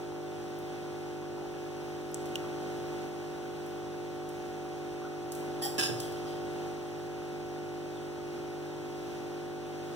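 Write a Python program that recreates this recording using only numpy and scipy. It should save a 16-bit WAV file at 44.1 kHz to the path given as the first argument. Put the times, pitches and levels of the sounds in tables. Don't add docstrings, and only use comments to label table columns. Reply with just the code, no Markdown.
import sys
import numpy as np
from scipy import signal
from scipy.fft import rfft, irfft
from scipy.io import wavfile
from scipy.ndimage import uniform_filter1d

SR = 44100
rng = np.random.default_rng(int(sys.argv[2]) if len(sys.argv) > 2 else 0)


def store_wav(level_fs):
    pcm = np.round(np.clip(np.atleast_2d(level_fs), -1, 1) * 32767)
    wavfile.write(sys.argv[1], SR, pcm.T.astype(np.int16))


N = 438794
TIME = np.arange(N) / SR
FREQ = np.maximum(np.arange(N // 2 + 1) * SR / N, 1)


def undb(db):
    return 10 ** (np.asarray(db) / 20)


def unit(x):
    return x / np.sqrt(np.mean(x ** 2))


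def shape(x, gain):
    return irfft(rfft(x) * gain, N)


def resonance(f, hz, width):
    return 1 / (1 + 1j * (f * f - hz * hz) / (f * width))


def walk(rate_hz):
    hold = int(SR / rate_hz)
    steps = np.repeat(rng.standard_normal(N // hold + 1), hold)
    return 1.3 * uniform_filter1d(uniform_filter1d(steps, hold), hold)[:N]


def add(out, start_s, sound):
    i = max(int(start_s * SR), 0)
    out[..., i:i + sound.shape[-1]] += sound[..., :max(N - i, 0)]


def in_room(x, send_db, t60=0.55):
    t = TIME[:SR // 2]
    tail = rng.standard_normal((2, len(t))) * np.exp(-np.log(1000) * t / t60) * (t > .004)
    tail /= np.sqrt(np.sum(tail ** 2) / 2)
    return x + undb(send_db) * signal.fftconvolve(x, tail, axes=1)[:, :N]


def air(alike_below_hz=1300, likeness=0.81, flicker_db=.5):
    # (frequency [Hz], density [dB per Hz])
    wash_spectrum = [(33, -110), (39, -96), (49, -80.5), (75, -85.5), (125, -83.5), (300, -77.5),
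                     (450, -85), (620, -86), (800, -77), (1000, -91.5), (1400, -85.5), (1800, -87.5),
                     (2500, -87), (4200, -94), (6400, -94.5), (8000, -100.7), (13000, -105.5)]
    hz, db = np.transpose(wash_spectrum)
    colour = undb(np.interp(np.log(FREQ), np.log(hz), db)) * np.sqrt(SR / 2)
    alike = likeness / (1 + (FREQ / alike_below_hz) ** 4)
    mid = shape(rng.standard_normal(N), colour * np.sqrt((1 + alike) / 2))
    side = shape(rng.standard_normal(N), colour * np.sqrt((1 - alike) / 2))
    return np.array([mid + side, mid - side]) * undb(flicker_db * walk(7.6))


def burst(hz, width_hz, t60):
    t = TIME[:SR // 2]
    f = np.maximum(np.arange(len(t) // 2 + 1) * SR / len(t), 1)
    decay = np.exp(-np.log(1000) * t / t60)
    noise = rng.standard_normal((2, len(t))) * decay
    sound = irfft(rfft(noise) * resonance(f, hz, width_hz) ** 2, len(t))
    return sound * np.sqrt(2 * np.sum(decay ** 2) / np.sum(sound ** 2))


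def ticks():
    # (time [s], level [dB], centre [Hz])
    tick_cues = [(.586, -50, 13000), (2.257, -48, 7500), (3.661, -49.5, 10000), (4.289, -46.5, 8000),
                 (5.3195, -36.5, 7500), (5.35, -43, 8500), (5.781, -36, 4000), (5.795, -38, 9000),
                 (6.001, -34.5, 7500), (6.122, -49, 6000)]
    out = np.zeros((2, N))
    for start, db, hz in tick_cues:
        add(out, start, undb(db) * burst(hz, width_hz=11000, t60=0.039))
    return in_room(out, send_db=-3)


def clicks():
    # (time [s], ring level [dB], ring pitch [Hz], ring width [Hz], crack level [dB])
    click_cues = [(2.116, -48, 11500, 5000, -60), (2.1438, -27.5, 7560, 3600, -41),
                  (2.3558, -27.5, 2790, 500, -32.5)]
    out = np.zeros((2, N))
    for start, ring_db, hz, width_hz, crack_db in click_cues:
        add(out, start, undb(ring_db) * burst(hz, width_hz, t60=0.016))
        add(out, start, undb(crack_db) * burst(hz=6540, width_hz=12000, t60=0.013))
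    return in_room(out, send_db=-14)


def knocks():
    # (time [s], thud level [dB], boom level [dB])
    knock_cues = [(5.783, -33, -48), (5.895, -32, -40)]
    out = np.zeros((2, N))
    for start, thud_db, boom_db in knock_cues:
        add(out, start, undb(thud_db) * burst(hz=315, width_hz=370, t60=0.13))
        add(out, start, undb(boom_db) * burst(hz=122, width_hz=28, t60=0.22))
    return in_room(out, send_db=-5)


def pressure(contact, attack_s=0.016):
    # (start [s], hold [s], level [dB], release [dB/s], contact)
    pushes = [(5.615, 0.014, -33.5, 220, "light"), (5.778, 0.005, -28, 270, "hard"),
              (5.82, .004, -31, 270, "hard"), (5.98, .015, -51, 70, "faint"),
              (6.262, .025, -54, 100, "faint")]
    power = np.zeros(N)
    for start, hold, db, release, kind in pushes:
        if kind == contact:
            attack = np.clip((TIME - start) / attack_s, 0, 1)
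            released_s = np.clip(TIME - start - attack_s - hold, 0, 2)
            power += (attack * undb(db - release * released_s)) ** 2
    return np.sqrt(power)


def scrape(contact, modes, grain_db, body_db, room_db):
    slips = rng.standard_normal((2, N)) * undb(grain_db * walk(500))
    ring_power = sum(abs(undb(db) * resonance(FREQ, hz, width) ** 2) ** 2 for hz, width, db in modes)
    body = undb(body_db) * abs(resonance(FREQ, hz=3800, width=2800))
    friction = unit(shape(slips, np.sqrt(ring_power + body ** 2)))
    return in_room(friction * pressure(contact), room_db)


def scrapes():
    # (pitch [Hz], width [Hz], level [dB])
    light_modes = [(780, 99, 5), (1860, 130, -2.5), (3270, 390, -6.5), (4810, 190, 2), (5440, 730, -6),
                   (7340, 350, -5), (7660, 350, -4), (9050, 1100, -14), (10000, 420, -4.5),
                   (10520, 280, -11), (11500, 380, -7), (12700, 350, -13), (15000, 280, -5)]
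    hard_modes = [(1140, 680, -12), (1650, 195, 0), (2640, 260, -2.5), (3010, 250, -5), (3500, 280, -7.5),
                  (3940, 600, -13), (5130, 310, 2.5), (5480, 300, -10), (6830, 340, -5.5),
                  (7900, 1400, -19), (9000, 490, -9), (10000, 900, -16), (11450, 500, -15),
                  (13800, 1200, -23)]
    faint_modes = [(3200, 320, -2.2), (4900, 110, 0)]
    light = scrape("light", light_modes, grain_db=1.5, body_db=-21, room_db=-8.5)
    hard = scrape("hard", hard_modes, grain_db=2, body_db=-15, room_db=-7)
    faint = scrape("faint", faint_modes, grain_db=1.5, body_db=-15, room_db=-8)
    return light + hard + faint


def bubble(hz, t60, rise=0.16):
    t = TIME[:int(t60 * SR) + 2]
    return np.sin(2 * np.pi * hz * (t + rise * t * t / t60 / 2)) * np.exp(-np.log(1000) * t / t60)


def blips(count=6, span_s=0.094, spread=0.074):
    # (time [s], level per bubble [dB], pitch [Hz])
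    clusters = [(1.37, -43, 780), (2.40, -47, 1300), (4.99, -43, 1306), (7.88, -57, 3600)]
    out = np.zeros((2, N))
    for start, db, hz in clusters:
        for late, detune in zip(rng.random(count), rng.standard_normal(count)):
            add(out, start + span_s * late, undb(db) * bubble(hz * np.exp(spread * detune), t60=0.044))
    return in_room(out, send_db=-3)


def bubble_stream(count, hz, spread, cycles, size_db, db, room_db):
    out = np.zeros((2, N))
    for when, (detune, size, pan_db) in zip(rng.random(count), rng.standard_normal((count, 3))):
        pitch = np.clip(hz * np.exp(spread * detune), 200, 12000)
        gain = undb(size_db * size + np.array([[pan_db], [-pan_db]]))
        add(out, when * N / SR, gain * bubble(pitch, t60=cycles / pitch))
    return undb(db) * unit(in_room(out, room_db))


def pump(mains_hz=50.017, ring_cycles=2.6, panel_hz=708, panel_width_hz=87, scatter_rad=0.22):
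    # (mains harmonic, left level [dB], right level [dB], left lead [rad])
    hum = [(2, -57, -58, 2), (3, -57, -50, 1.5), (5, -84, -52.5, 0.5), (6, -48, -57.5, 0),
           (7, -43, -42.5, 0.36), (8, -53, -44.5, 1.27), (9, -51.3, -53.5, 0), (10, -58, -70, 1),
           (11, -51.5, -61, -1.5), (12, -51, -57.5, -1.33), (15, -51.5, -50.5, -0.02),
           (16, -56.5, -69.5, 2), (17, -64, -59.5, 0.7), (18, -61, -61, 0.5)]
    # (frequency [Hz], level [dB])
    buzz = [(1001, -66), (1050, -70), (1098, -64), (1152, -66.5), (1249, -68.5), (1303, -67.5),
            (1351, -66.5), (1448, -63.5), (1502, -67.5), (1550, -75)]
    # (time [s], boost [dB])
    panel_ride = [(0, 1.2), (3.4, 1.5), (4.6, 4), (7.3, 2.5), (8.2, -0.5), (9.95, 1.8)]
    panel_db = np.interp(TIME, *np.transpose(panel_ride))
    mains_phase = 2 * np.pi * mains_hz * TIME + 0.01 * walk(2.92)
    partials = list(hum) + [(round(hz / mains_hz), db, db, 0) for hz, db in buzz]
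    out = np.zeros((2, N))
    for harmonic, left_db, right_db, lead in partials:
        hz = harmonic * mains_hz
        phase = harmonic * mains_phase - 2 * np.pi * ring_cycles * np.log(harmonic)
        phase += 2 * np.angle(resonance(hz, hz=402, width=32))
        phase += scatter_rad * hz / panel_hz * rng.standard_normal()
        flutter_db = (1.0 if hz > panel_hz + panel_width_hz else .5) * walk(14)
        panel_share = np.exp(-((hz - panel_hz) / panel_width_hz) ** 2)
        gain = undb(flutter_db + panel_db * panel_share)
        out[0] += undb(left_db) * gain * np.cos(phase + lead / 2)
        out[1] += undb(right_db) * gain * np.cos(phase - lead / 2)
    return np.sqrt(2) * out


def scene():
    water = bubble_stream(count=1500, hz=955, spread=0.301, cycles=30, size_db=3.5, db=-58.5, room_db=-5.5)
    fizz = bubble_stream(count=3600, hz=3200, spread=0.37, cycles=18, size_db=2.5, db=-64, room_db=6)
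    handling = (scrapes() + clicks() + ticks() + knocks()) * undb([[-1], [1]])
    return air() + handling + blips() + fizz + water + pump()


def suppressor(x, above_hz=5500, threshold_db=-47, open_db=2, hold_s=.68, slew_s=.08):
    treble = shape(x, FREQ > above_hz)
    loud = uniform_filter1d(np.mean(treble ** 2, axis=0), SR // 200) > undb(threshold_db) ** 2
    hold, slew = int(hold_s * SR), int(slew_s * SR)
    held = signal.fftconvolve(loud * 1., np.ones(hold))[:N] > .5
    opening = signal.fftconvolve(held * 1., np.ones(slew) / slew)[:N]
    return x * undb(open_db * opening)


def widener(x, share=0.62, from_hz=1680, lag_s=1 / 2400, crossover_rad=0.28):
    feed = share / (1 + (from_hz / FREQ) ** 20)
    spectrum = rfft(x)
    crossed = feed * np.exp(-1j * (2 * np.pi * FREQ * lag_s + crossover_rad)) * spectrum[::-1]
    return irfft((spectrum - crossed) / np.sqrt(1 + feed ** 2), N)


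def record(dry):
    top_cut = signal.ellip(10, .2, 80, 15800, fs=SR, output="sos")
    return signal.sosfilt(top_cut, widener(suppressor(dry)))


dry = scene()
out = record(dry)
store_wav(out)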